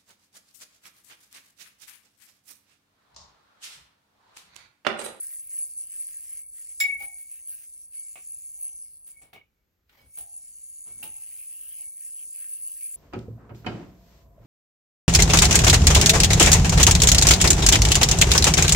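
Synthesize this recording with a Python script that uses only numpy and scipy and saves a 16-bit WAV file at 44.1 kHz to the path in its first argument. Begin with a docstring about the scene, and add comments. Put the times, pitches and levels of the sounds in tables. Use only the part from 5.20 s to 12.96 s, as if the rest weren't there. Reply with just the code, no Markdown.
"""A small hallway with wooden doors, heard in stereo close to two metal yo-yos spinning on their strings.
The ball bearings hiss, a sharp whistle flares, and the strings rub in the gaps. The yo-yos clash once
and ring, are caught one after the other, rest, and are thrown again. Sleeves rustle and the floor booms
softly. The doors answer the clash and the knocks from close by, over a faint room rumble."""
import sys
import numpy as np
from scipy import signal
from scipy.fft import rfft, irfft, next_fast_len
from scipy.io import wavfile
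from scipy.ndimage import uniform_filter1d, map_coordinates

SR = 44100
rng = np.random.default_rng(int(sys.argv[2]) if len(sys.argv) > 2 else 0)


def to_wav(s):
    """Save 16-bit WAV."""
    ch = np.atleast_2d(s).T  # columns
    pcm = np.round(np.clip(ch, -1, 1) * 32767)  # PCM
    wavfile.write(sys.argv[1], SR, pcm.astype(np.int16))


N = 342216

# The bearings run down, stop when both yo-yos are caught, and start again.
# Each row: time in seconds, then rolling hiss, whistle and string fizz in dB.
SPIN = [(0, -53, -37.5, -62.5), (.8, -52.5, -38.5, -60.5), (1.5, -54.5, -40, -64.5), (1.9, -58, -44.5, -65),
        (2.65, -59.5, -44, -67.5), (2.84, -54.5, -49, -66.5), (3.2, -57, -41.5, -62.5),
        (3.58, -57.5, -40, -66.5), (3.76, -63.5, -47.5, -69), (4.0, -53, -46, -76), (4.16, -99, -87, -99),
        (4.68, -99, -100, -99), (4.88, -73, -60, -76), (4.95, -59.5, -48, -62.5), (5.13, -56.5, -46, -68),
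        (5.75, -56.5, -40.5, -64.5), (6.2, -57, -38.5, -62), (7.76, -53.5, -37.5, -60.5)]
# One yo-yo hangs and winds down. Each row: start and length in seconds, final sag of its whirr in Hz.
HANGS = [(2.811, 1, 2100), (5.118, 0.87, 202)]
# Rim strikes rim. Each row: start in seconds, level of the crack in dB.
RIM_STRIKES = [(1.601, -25.5), (1.608, -35)]
# The main bell tones of the four slightly unequal halves. Each row: pitch in Hz, relative level in dB,
# t60 in seconds, phase lead on the left in radians, direction in which the clash pushes (+1 or -1).
BELL_TONES = [(2212, -9.5, .5, .6, 1), (2221, -3, .48, .5, 1), (2247, -3, .48, .4, -1),
              (2260, -8.5, .45, 1.15, -1)]
CRUISE_DB = -60  # rolling level that counts as an ordinary spin


def bearings():
    """Balls roll and chatter in their races; with them a sharp 9.5 kHz whistle flares at each landing."""
    # A yo-yo lands on its string. 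Each row: peak time in seconds, level of the flare in dB.
    landings = [(0.021, -33), (.345, -38), (.415, -30.5), (.6, -33), (.815, -33), (1.16, -41), (1.38, -43),
                (1.855, -37.5), (2.0, -39), (2.14, -40.5), (2.31, -32), (2.615, -50), (2.785, -33),
                (2.89, -38.5), (3.11, -36.5), (3.27, -46), (3.45, -31.5), (3.6, -42), (3.89, -44),
                (5.0, -35.5), (5.16, -39), (7.0, -46), (7.19, -39), (7.33, -32), (7.455, -33),
                (7.65, -32.5)]
    # Spectrum of the whistle. Each row: frequency in Hz, relative level in dB.
    whistle_tone = [(4000, -70), (6500, -44), (8000, -31), (8700, -22), (9150, -11), (9380, -3), (9480, 0),
                    (9600, -4), (9750, -12), (10100, -20), (10700, -31), (12000, -42), (13500, -70)]
    # The hiss, with a gap near 10-11 kHz from the recorder.
    # Each row: frequency in Hz, relative level in dB.
    hiss_tone = [(1500, -46.5), (3000, -19.5), (4200, -8), (5200, -3.5), (6300, 2.5), (7500, 2),
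                 (8800, 8.5), (9400, 15), (10500, -58), (13000, -31.5)]
    spin_db, whistle_db, _ = curves(SPIN)
    chatter = wobble(120)
    whistle = unit(filtered(rng.standard_normal(N), lambda hz: amp(along(whistle_tone, hz))))
    flares = swells([(s, .043, db) for s, db in landings])
    clash_flare = amp(-21.5) * decay(RIM_STRIKES[0][0], t60=.092, attack=.001)
    whistle_level = np.hypot(amp(whistle_db - .34 * slack()), flares) + clash_flare
    whistle *= whistle_level * amp(.81 * chatter + .37 * wobble(29))
    # The whistle is nearly opposite in phase in left and right.
    whistle = filtered(whistle, lambda hz: np.exp(1j * 1.565 * np.array([[1], [-1]])))

    # Faster spin is brighter; while a yo-yo hangs, its hiss narrows to a whirr.
    whirr_hz = 6437 + 159.5 * (spin_db - CRUISE_DB) - whirr_sag()
    focus_db = 5 * sum(stroke(s, length) for s, length, _ in HANGS)
    hiss = swirl(rush(hiss_tone), whirr_hz, lift_db=5.5 + focus_db, patchy_db=3, width_hz=850)
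    hiss *= amp(rolling() - 1.07 - .5 * focus_db + 1.4 * chatter)

    race_level = amp(spin_db - .5 * slack() - 19 + 1.8 * wobble(17))
    race_whine = np.hypot(race_level, amp(-35) * flares) * narrow(centre_hz=4546, width_hz=48)
    return hiss + race_whine + whistle


def slack():
    """The dip in dB as a yo-yo hops: its string goes slack and the unloaded bearing quietens."""
    # Each row: middle of the hop and half length in seconds, dip in dB.
    hops = [(0.257, 0.042, 11), (0.548, 0.025, 2.5), (0.672, 0.031, 7.5), (1.28, 0.06, 14),
            (1.778, 0.022, 7), (2.2, 0.031, 3.5), (2.689, 0.03, 10), (3.824, 0.041, 12.5),
            (3.971, 0.047, 18), (5.063, 0.021, 5.5), (6.457, 0.13, 2), (6.736, 0.052, 5.5),
            (7.388, 0.026, 4.5)]
    t = np.arange(N) / SR
    return sum(dip_db * np.exp(-((t - s) / half_length) ** 4) for s, half_length, dip_db in hops)


def rolling():
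    """Level of the rolling balls in dB: spin, less the slack of the string."""
    return curves(SPIN)[0] - slack()


def whirr_sag():
    """How many Hz the whirr of a hanging yo-yo has dropped; it falls fastest near the end."""
    t = np.arange(N) / SR
    return sum(sag_hz * stroke(s, length) * np.clip((t - s) / length, 0, 1) ** 4
               for s, length, sag_hz in HANGS)


def strings():
    """The string slides in the gap: a rough rub and a fine fizz, both flickering with the fibres."""
    # Each row: start and length in seconds, rub and fizz in dB, centre of the rub in Hz.
    slides = [(0, .16, -61.5, -52.5, 1760), (0.216, 0.085, -67, -56.5, 2330),
              (0.313, 0.11, -61, -54.5, 1938), (0.451, .05, -81, -59.5, 2436), (0.6, 0.12, -70, -69, 2550),
              (0.706, .14, -63, -57, 2340), (0.877, 0.27, -64.5, -62, 2180), (1.112, 0.098, -63, -61, 2400),
              (1.362, 0.068, -62.5, -60.5, 2170), (1.445, 0.087, -66, -67.5, 2282),
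              (1.802, 0.054, -51.5, -50.5, 2227), (1.976, .06, -64.5, -57, 2232),
              (2.098, 0.11, -65.5, -61, 2516), (2.278, 0.084, -59.5, -49.5, 2240),
              (2.359, 0.1, -65, -59.5, 2253), (2.735, .09, -65, -62.5, 2480),
              (2.856, 0.356, -74, -74, 2303), (3.4, 0.05, -64, -49, 2553), (3.442, 0.059, -64, -65, 2594),
              (4.706, 0.12, -65.5, -72, 2100), (4.966, 0.039, -64, -58.5, 2537),
              (5.925, 0.23, -63.5, -62.5, 2405), (6.114, 0.14, -60.5, -56, 2400),
              (6.246, 0.09, -62.5, -60, 2460), (6.326, 0.14, -63, -57, 2815), (6.449, 0.14, -61, -54, 3000),
              (6.559, 0.094, -59, -57, 2440), (6.772, 0.13, -64, -58.5, 2322), (6.946, 0.1, -63, -59, 2870),
              (7.138, .12, -58, -55, 2310), (7.266, .15, -63, -55, 2586), (7.434, .32, -63.5, -55, 2524)]
    # Spectra of the rub and the fizz. Each row: frequency in Hz, relative level in dB.
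    rub_tone = [(150, -25), (400, -31), (800, -13.5), (1100, -13), (1600, -7), (2300, -6), (2900, -2.5),
                (3700, -9), (5000, -4), (9000, -44)]
    fizz_tone = [(7000, -31), (10800, -25), (12100, 5), (13400, 1.5), (14200, 5.5), (15500, 0.5),
                 (15900, 0.5)]
    fibres = wobble(160)
    # A little of both carries on between the slides.
    rub_power = amp(rolling() - 21) ** 2
    fizz_power = amp(curves(SPIN)[2] - .3 * slack()) ** 2
    for s, length, rub_db, fizz_db, _ in slides:
        envelope = stroke(s, length)
        rub_power += (amp(rub_db) * envelope) ** 2
        fizz_power += (amp(fizz_db) * envelope) ** 2
    rub_hz, = curves([(s + length / 2, hz) for s, length, _, _, hz in slides])
    rub = amp(-3 + 2 * fibres) * swirl(rush(rub_tone), rub_hz, lift_db=9, patchy_db=3.3, width_hz=620)
    fizz = amp(2 + 1.3 * fibres) * rush(fizz_tone)
    return amp(.79 * wobble(25)) * (np.sqrt(rub_power) * rub + np.sqrt(fizz_power) * fizz)


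def clash():
    """The rims strike: a hard crack and a clang, then nearly equal bell tones that beat together."""
    # Other, shorter tones of the metal. Each row: pitch in Hz, relative level in dB, t60 in seconds,
    # phase lead on the left in radians.
    short_tones = [(1949, -21, .16, .3), (2530, -16, .09, .3), (2666, -21, .18, .3), (2824, -19, .27, .5),
                   (3268, -18, .11, .4), (3537, -17, .12, .5), (3784, -14, .16, .5), (4735, -15, .17, .6),
                   (4926, -20, .18, .6), (5186, -18, .16, .7), (5259, -15, .1, .7), (5450, -13, .15, .8),
                   (5644, -19, .15, .7), (5862, -22, .15, .7), (6944, -17, .1, .5), (7097, -13, .12, .5),
                   (7224, -6, .155, .5), (7440, -17, .15, .5), (7559, -11, .125, .6), (12130, -20, .11, .1),
                   (12400, -20, .11, .1), (12850, -18, .1, .1), (13035, -12, .1, .1), (13430, -14, .11, .1),
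                   (15673, -5, .075, 1.15)]
    # A bright crack, with a recorder notch near 14 kHz. Each row: frequency in Hz, relative level in dB.
    crack_tone = [(200, -53), (700, -14), (1100, -19), (1700, -4.5), (3000, -6.5), (3700, 2.5),
                  (4400, -10.5), (5400, 7), (6200, -15.5), (7400, 8.5), (8400, -15), (11800, -21),
                  (13200, 3.5), (14200, -16), (15600, -2.5)]
    out = np.zeros((2, N))
    start = RIM_STRIKES[0][0]
    for hz, db, t60, lead, push in BELL_TONES:
        bell = mode(hz, t60, rise=.03, lead=lead, scatter=.55, blur_hz=18)
        add(out, start, push * amp(db - 12.5) * bell)
    for hz, db, t60, lead in short_tones:
        add(out, start, amp(db - 20) * mode(hz, t60, rise=.003, lead=lead, scatter=.8, blur_hz=80))
    clang = amp(-27) * decay(start, t60=.25, attack=.004) * narrow(centre_hz=2214, width_hz=76)
    for s, crack_db in RIM_STRIKES:
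        out += amp(crack_db) * decay(s, t60=.14, attack=.0004) * rush(crack_tone)
    return out + clang


def knocks():
    """A yo-yo slaps a palm or jerks its string: a soft thud, a hollow knock, a clack and a bright tick."""
    # Catches, throws and jerks. Each row: start in seconds, then thud, clack, tick and hollow in dB,
    # then t60 and rise in seconds.
    blows = [(1.801, -55.5, -66.5, -50, -59, .16, 0.0024), (1.822, -63, -61, -56.5, -64, .14, 0.0022),
             (2.956, -59, -50.5, -65, -44.5, 0.049, 0.0017), (2.971, -60.5, -58.5, -78, -51, 0.13, 0.00085),
             (3.865, -92, -71.5, -51.5, -82, 0.28, .002), (4.015, -62, -66.5, -66.5, -58, 0.31, 0.003),
             (4.130, -50.5, -51.5, -55, -52.5, .13, 0.0011), (4.158, -52, -62.5, -89, -49, 0.1, .002),
             (4.694, -77, -60.5, -84, -79, 0.08, .0007), (4.972, -58.5, -58, -39.5, -66, .2, 0.0036),
             (5.826, -69, -53, -32, -47, 0.082, 0.0017), (5.835, -51, -54.5, -41.5, -60, 0.11, .001),
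             (5.861, -75, -54, -60, -67, .069, 0.0011)]
    # The hollow of a half against the palm. Each row: pitch in Hz, relative level in dB, t60 in seconds.
    hollow_tones = [(560, -10, 0.065), (694, -4.5, 0.033), (758, 2.5, 0.041), (845, -9, 0.031),
                    (1174, -5, 0.052), (2240, -3.5, 0.097), (2387, -3, .08), (2510, -6, .07),
                    (2620, 1, 0.054), (2830, -3, 0.052)]
    # Spectra of the thud, clack and tick. Each row: frequency in Hz, relative level in dB.
    thud_tone = [(40, -20), (100, 1), (250, -6), (450, -2.5), (700, -3), (1100, -11), (1800, -29),
                 (5000, -41)]
    clack_tone = [(400, -9), (1200, -6.5), (1900, -3), (2300, -0.5), (2800, -3.5), (3600, -3),
                  (5000, -12.5), (9000, -20)]
    tick_tone = [(2000, -16.5), (4500, -14.5), (7500, -17.5), (9400, -0.5), (11000, -8.5), (13500, -3),
                 (15800, -3)]
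    thud, clack, tick = np.zeros((3, N))
    hollow = np.zeros((2, N))
    for s, thud_db, clack_db, tick_db, hollow_db, t60, rise in blows:
        thud += amp(thud_db + 1.5) * decay(s, t60, attack=.0085)
        clack += amp(clack_db) * decay(s, t60, rise)
        tick += amp(tick_db) * decay(s, t60, attack=.0037)
        grip = 1 + .025 * rng.standard_normal()  # every grip tunes the hollow a little differently
        for hz, db, ring_t60 in hollow_tones:
            tone = mode(hz * grip, ring_t60, rise, lead=.27, scatter=.62, blur_hz=150)
            add(hollow, s, amp(hollow_db + db) * tone)
    grain = amp(.5 + .71 * wobble(330))
    return hollow + grain * (thud * rush(thud_tone) + clack * rush(clack_tone) + tick * rush(tick_tone))


def snatch():
    """The string runs out on the throw and bites the axle with a short squeak."""
    peak_s, half_length_s, db = 5.8315, .004, -38
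    return swells([(peak_s, half_length_s, db)]) * narrow(centre_hz=2780, width_hz=230)


def rims():
    """The rims ring faintly from the rolling balls, and with their bell tones after each light touch."""
    # Each row: start in seconds, strength of the touch in dB, t60 and rise in seconds.
    touches = [(1.165, -59, 0.31, 0.018), (1.985, -56, 0.42, 0.0076), (2.745, -59, 0.6, 0.016),
               (3.91, -65.5, 0.64, 0.033), (3.96, -52, 0.31, 0.017), (4.15, -45.5, 0.1, 0.01),
               (4.175, -44.5, 0.061, 0.0028), (4.212, -53, 0.076, 0.0037), (4.365, -77, 0.22, .015),
               (4.73, -67, 0.69, 0.015), (4.79, -63, 0.36, 0.0059), (4.945, -59, 0.2, 0.007),
               (5.675, -63.5, 1, 0.016), (6.57, -62.5, 0.69, 0.016)]
    out = amp(rolling() - 24.5 + 4.5 * wobble(18)) * narrow(centre_hz=2228, width_hz=34)
    for s, touch_db, t60, rise in touches:
        for hz, db, _, lead, _ in BELL_TONES:
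            add(out, s, amp(touch_db + db + 3.5) * mode(hz, t60, rise, lead, scatter=.68, blur_hz=73))
    return out


def hums():
    """A taut string makes a yo-yo hum: low tones start with a tug, waver and fade."""
    # Each row: start in seconds, pitch in Hz, relative level in dB, t60 and rise in seconds.
    tugs = [(1.62, 772, -63, .8, .018), (1.62, 850, -63, .5, .016), (1.803, 805, -52, .34, .003),
            (1.805, 699, -63, .55, .014), (3.35, 796, -67, .6, .07), (4.974, 803, -61, .52, .008),
            (4.974, 685, -62, .62, .025), (5.83, 869, -61.5, .62, .01), (5.83, 761, -68, .55, .01),
            (6.58, 863, -68, .35, .04)]
    out = np.zeros((2, N))
    for s, hz, db, t60, rise in tugs:
        add(out, s, amp(db + 7.5) * mode(hz, t60, rise, lead=.22, scatter=1, blur_hz=85))
    return out


def sleeves():
    """Cloth brushes on cloth as the arms swing; its colour glides from one swish to the next."""
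    # Each row: peak time and half length in seconds, level in dB, centre in Hz.
    swishes = [(1.165, 0.047, -76, 300), (4.035, .06, -73, 700), (4.728, .025, -71, 1250),
               (4.778, 0.057, -71.5, 650), (4.835, 0.063, -66.5, 220), (5.68, .02, -62.5, 500),
               (5.718, .025, -63, 280), (5.795, 0.062, -66.5, 130), (5.874, 0.051, -61.5, 250),
               (7.053, 0.069, -74.5, 250)]
    # Spectrum of the cloth. Each row: frequency in Hz, relative level in dB.
    cloth_tone = [(30, -30), (80, -2), (200, -4.5), (400, -7.5), (900, -12), (2300, -17), (5000, -17),
                  (15000, -33)]
    centre_hz, = curves([(s, hz) for s, _, _, hz in swishes])
    grain = amp(1.5 * wobble(89))
    cloth = swirl(rush(cloth_tone), centre_hz, lift_db=6, patchy_db=2, width_hz=360)
    return swells([row[:3] for row in swishes]) * grain * cloth


def steps():
    """The floor gives a dull boom under the feet as the weight shifts."""
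    # Each row: peak time and half length in seconds, level in dB.
    booms = [(1.76, 0.049, -64), (1.85, 0.052, -66.5), (4.86, 0.038, -62.5), (5.02, 0.054, -67),
             (5.78, 0.045, -68), (5.87, 0.2, -69.5)]
    # Spectrum of the floor. Each row: frequency in Hz, relative level in dB.
    floor_tone = [(20, -16.5), (55, -1), (100, -4), (200, -20), (500, -53.5)]
    return swells(booms) * rush(floor_tone)


def hallway(x):
    """The nearby doors and walls answer after 6 ms, each frequency dying at its own speed."""
    # Each row: frequency in Hz, t60 in seconds.
    decay_times = [(100, 0.25), (800, 0.15), (2500, 0.28), (8000, 0.064), (15000, 0.136)]
    hz, t, spectrum = signal.stft(rng.standard_normal((2, SR // 2)), SR, nperseg=256)
    fade = amp(-60 * t / along(decay_times, hz)[:, None])
    tail = signal.istft(spectrum * fade, SR, nperseg=256)[1]
    tail = np.pad(tail / np.linalg.norm(tail[0]), ((0, 0), (round(.006 * SR), 0)))
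    return signal.fftconvolve(x, tail, axes=1)[:, :N]


def room_tone():
    """Still indoor air, with a low rumble that grows a little during the play."""
    # Room air, with a gap near 10-11 kHz from the recorder, and the rumble.
    # Each row: frequency in Hz, relative level in dB.
    air_tone = [(20, -22), (60, 7), (130, -6), (480, -13), (800, -24.5), (1300, -20.5), (2200, -22.5),
                (3000, -26), (7000, -27.5), (10000, -45.5), (13000, -19.5), (15500, -40)]
    rumble_tone = [(20, -14), (40, -5), (55, 0), (80, -4.5), (130, -13), (300, -25.5), (900, -25),
                   (3000, -68.5)]
    spin_db = curves(SPIN)[0]
    rumble = amp(-77.5 + .14 * (spin_db - CRUISE_DB) + .8 * wobble(25)) * rush(rumble_tone)
    return amp(-76) * rush(air_tone) + rumble


def mode(hz, t60, rise, lead, scatter, blur_hz):
    """One dying tone: its direct part, plus wall scatter that drifts on each side as the yo-yo moves."""
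    t = np.arange(int(SR * min(1, 2 * t60))) / SR
    knots = rng.standard_normal((2, 256)) + 1j * rng.standard_normal((2, 256))
    drift = np.array([np.interp(t * blur_hz, np.arange(len(k)), k) for k in knots])
    direct = np.exp(1j * lead * np.array([[1], [-1]]))
    phasor = (direct + scatter * drift) / np.sqrt(1 + 2 * scatter ** 2)
    envelope = amp(-60 * t / t60) * (1 - np.exp(-t / rise))
    return envelope * np.imag(phasor * np.exp(2j * np.pi * hz * t))


def rush(tone):
    """Stereo noise with the given spectrum and a mid signal of rms 1, nearly centred in the bass."""
    # Stereo width at the microphone. Each row: frequency in Hz, side over mid in dB.
    width = [(60, -12), (200, -10.5), (400, -5), (800, 0), (2400, -0.5), (7000, -3.5), (8300, -6),
             (9500, -1), (11000, -9.5), (13200, -15.5), (15500, 2)]
    mid, side = filtered(rng.standard_normal((2, N)),
                         lambda hz: amp(along(tone, hz)) * [np.ones_like(hz), amp(along(width, hz))])
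    return np.array([mid + side, mid - side]) / mid.std()


def narrow(centre_hz, width_hz):
    """Stereo noise in one resonance."""
    noise = rng.standard_normal((2, N))
    return unit(filtered(noise, lambda hz: 1 / (1 + ((hz - centre_hz) / width_hz) ** 2)))


def swirl(x, centre_hz, lift_db, patchy_db, width_hz):
    """Movement shifts the colour of a noise: drifting patches and one gliding, lifted band."""
    hz, t, spectrum = signal.stft(x, SR, nperseg=512)
    patches = uniform_filter1d(rng.standard_normal(spectrum.shape[1:]), size=5, axis=0)
    patches = uniform_filter1d(patches, size=10, axis=1)
    centre, lift = [np.interp(t, np.arange(N) / SR, c + np.zeros(N)) for c in (centre_hz, lift_db)]
    band = np.exp(-((hz[:, None] - centre) / width_hz) ** 2)
    coloured = signal.istft(spectrum * amp(patchy_db * unit(patches) + lift * band), nperseg=512)[1]
    return unit(coloured[:, :N]) * x.std()


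def decay(s, t60, attack):
    """Envelope of a blow at time s."""
    envelope, start = np.zeros(N), round(s * SR)
    t = np.arange(min(SR, N - start)) / SR
    envelope[start:start + len(t)] = amp(-60 * t / t60) * (1 - np.exp(-t / attack))
    return envelope


def stroke(s, length, rise_s=.024, fall_s=.016):
    """Soft rise, hold and release from time s."""
    t = np.arange(N) / SR - s
    return (.5 + .5 * np.tanh(t / rise_s)) * (.5 - .5 * np.tanh((t - length) / fall_s))


def swells(rows):
    """Smooth bumps of level. Each row: peak time and half length in seconds, level in dB."""
    t = np.arange(N) / SR
    return sum(amp(db) * np.exp(-((t - s) / half_length) ** 2) for s, half_length, db in rows)


def wobble(rate):
    """A smooth random curve, rate knots a second."""
    knots = rng.standard_normal(int(N * rate / SR) + 4)
    return map_coordinates(knots, [np.arange(N) * rate / SR], order=2)


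def curves(rows):
    """One value per sample for each column after the time."""
    times, *columns = np.transpose(rows)
    return [np.interp(np.arange(N) / SR, times, column) for column in columns]


def along(points, hz):
    """Interpolate (Hz, value) points on a log frequency axis."""
    frequencies, values = np.transpose(points)
    return np.interp(np.log(hz + 1), np.log(frequencies), values)


def filtered(x, response):
    """Pass x through a response given as a function of Hz."""
    size = next_fast_len(N + 8192)
    return irfft(rfft(x, size) * response(np.fft.rfftfreq(size, 1 / SR)), size)[..., :N]


def add(out, s, x):
    """Mix a short stereo sound in at time s."""
    rest = out[:, round(s * SR):]
    rest[:, :x.shape[1]] += x[:, :rest.shape[1]]


def amp(db):
    """Decibels to amplitude."""
    return 10 ** (np.asarray(db) / 20)


def unit(x):
    """Scale to rms 1."""
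    return x / np.sqrt(np.mean(x ** 2) + 1e-20)


def scene():
    """The whole mix; the clash, knocks and squeak also echo in the hallway."""
    metal = clash()
    hands = knocks() + snatch()
    echo = hallway(amp(-10.5) * metal + amp(-8) * hands)
    yo_yos = bearings() + strings() + rims() + metal + hands + hums()
    return yo_yos + echo + sleeves() + steps() + room_tone()


def record(dry):
    """The recorder keeps nothing above its band limit."""
    top_hz = 15830
    return filtered(dry, lambda hz: hz < top_hz)


dry = scene()
out = record(dry)
to_wav(out)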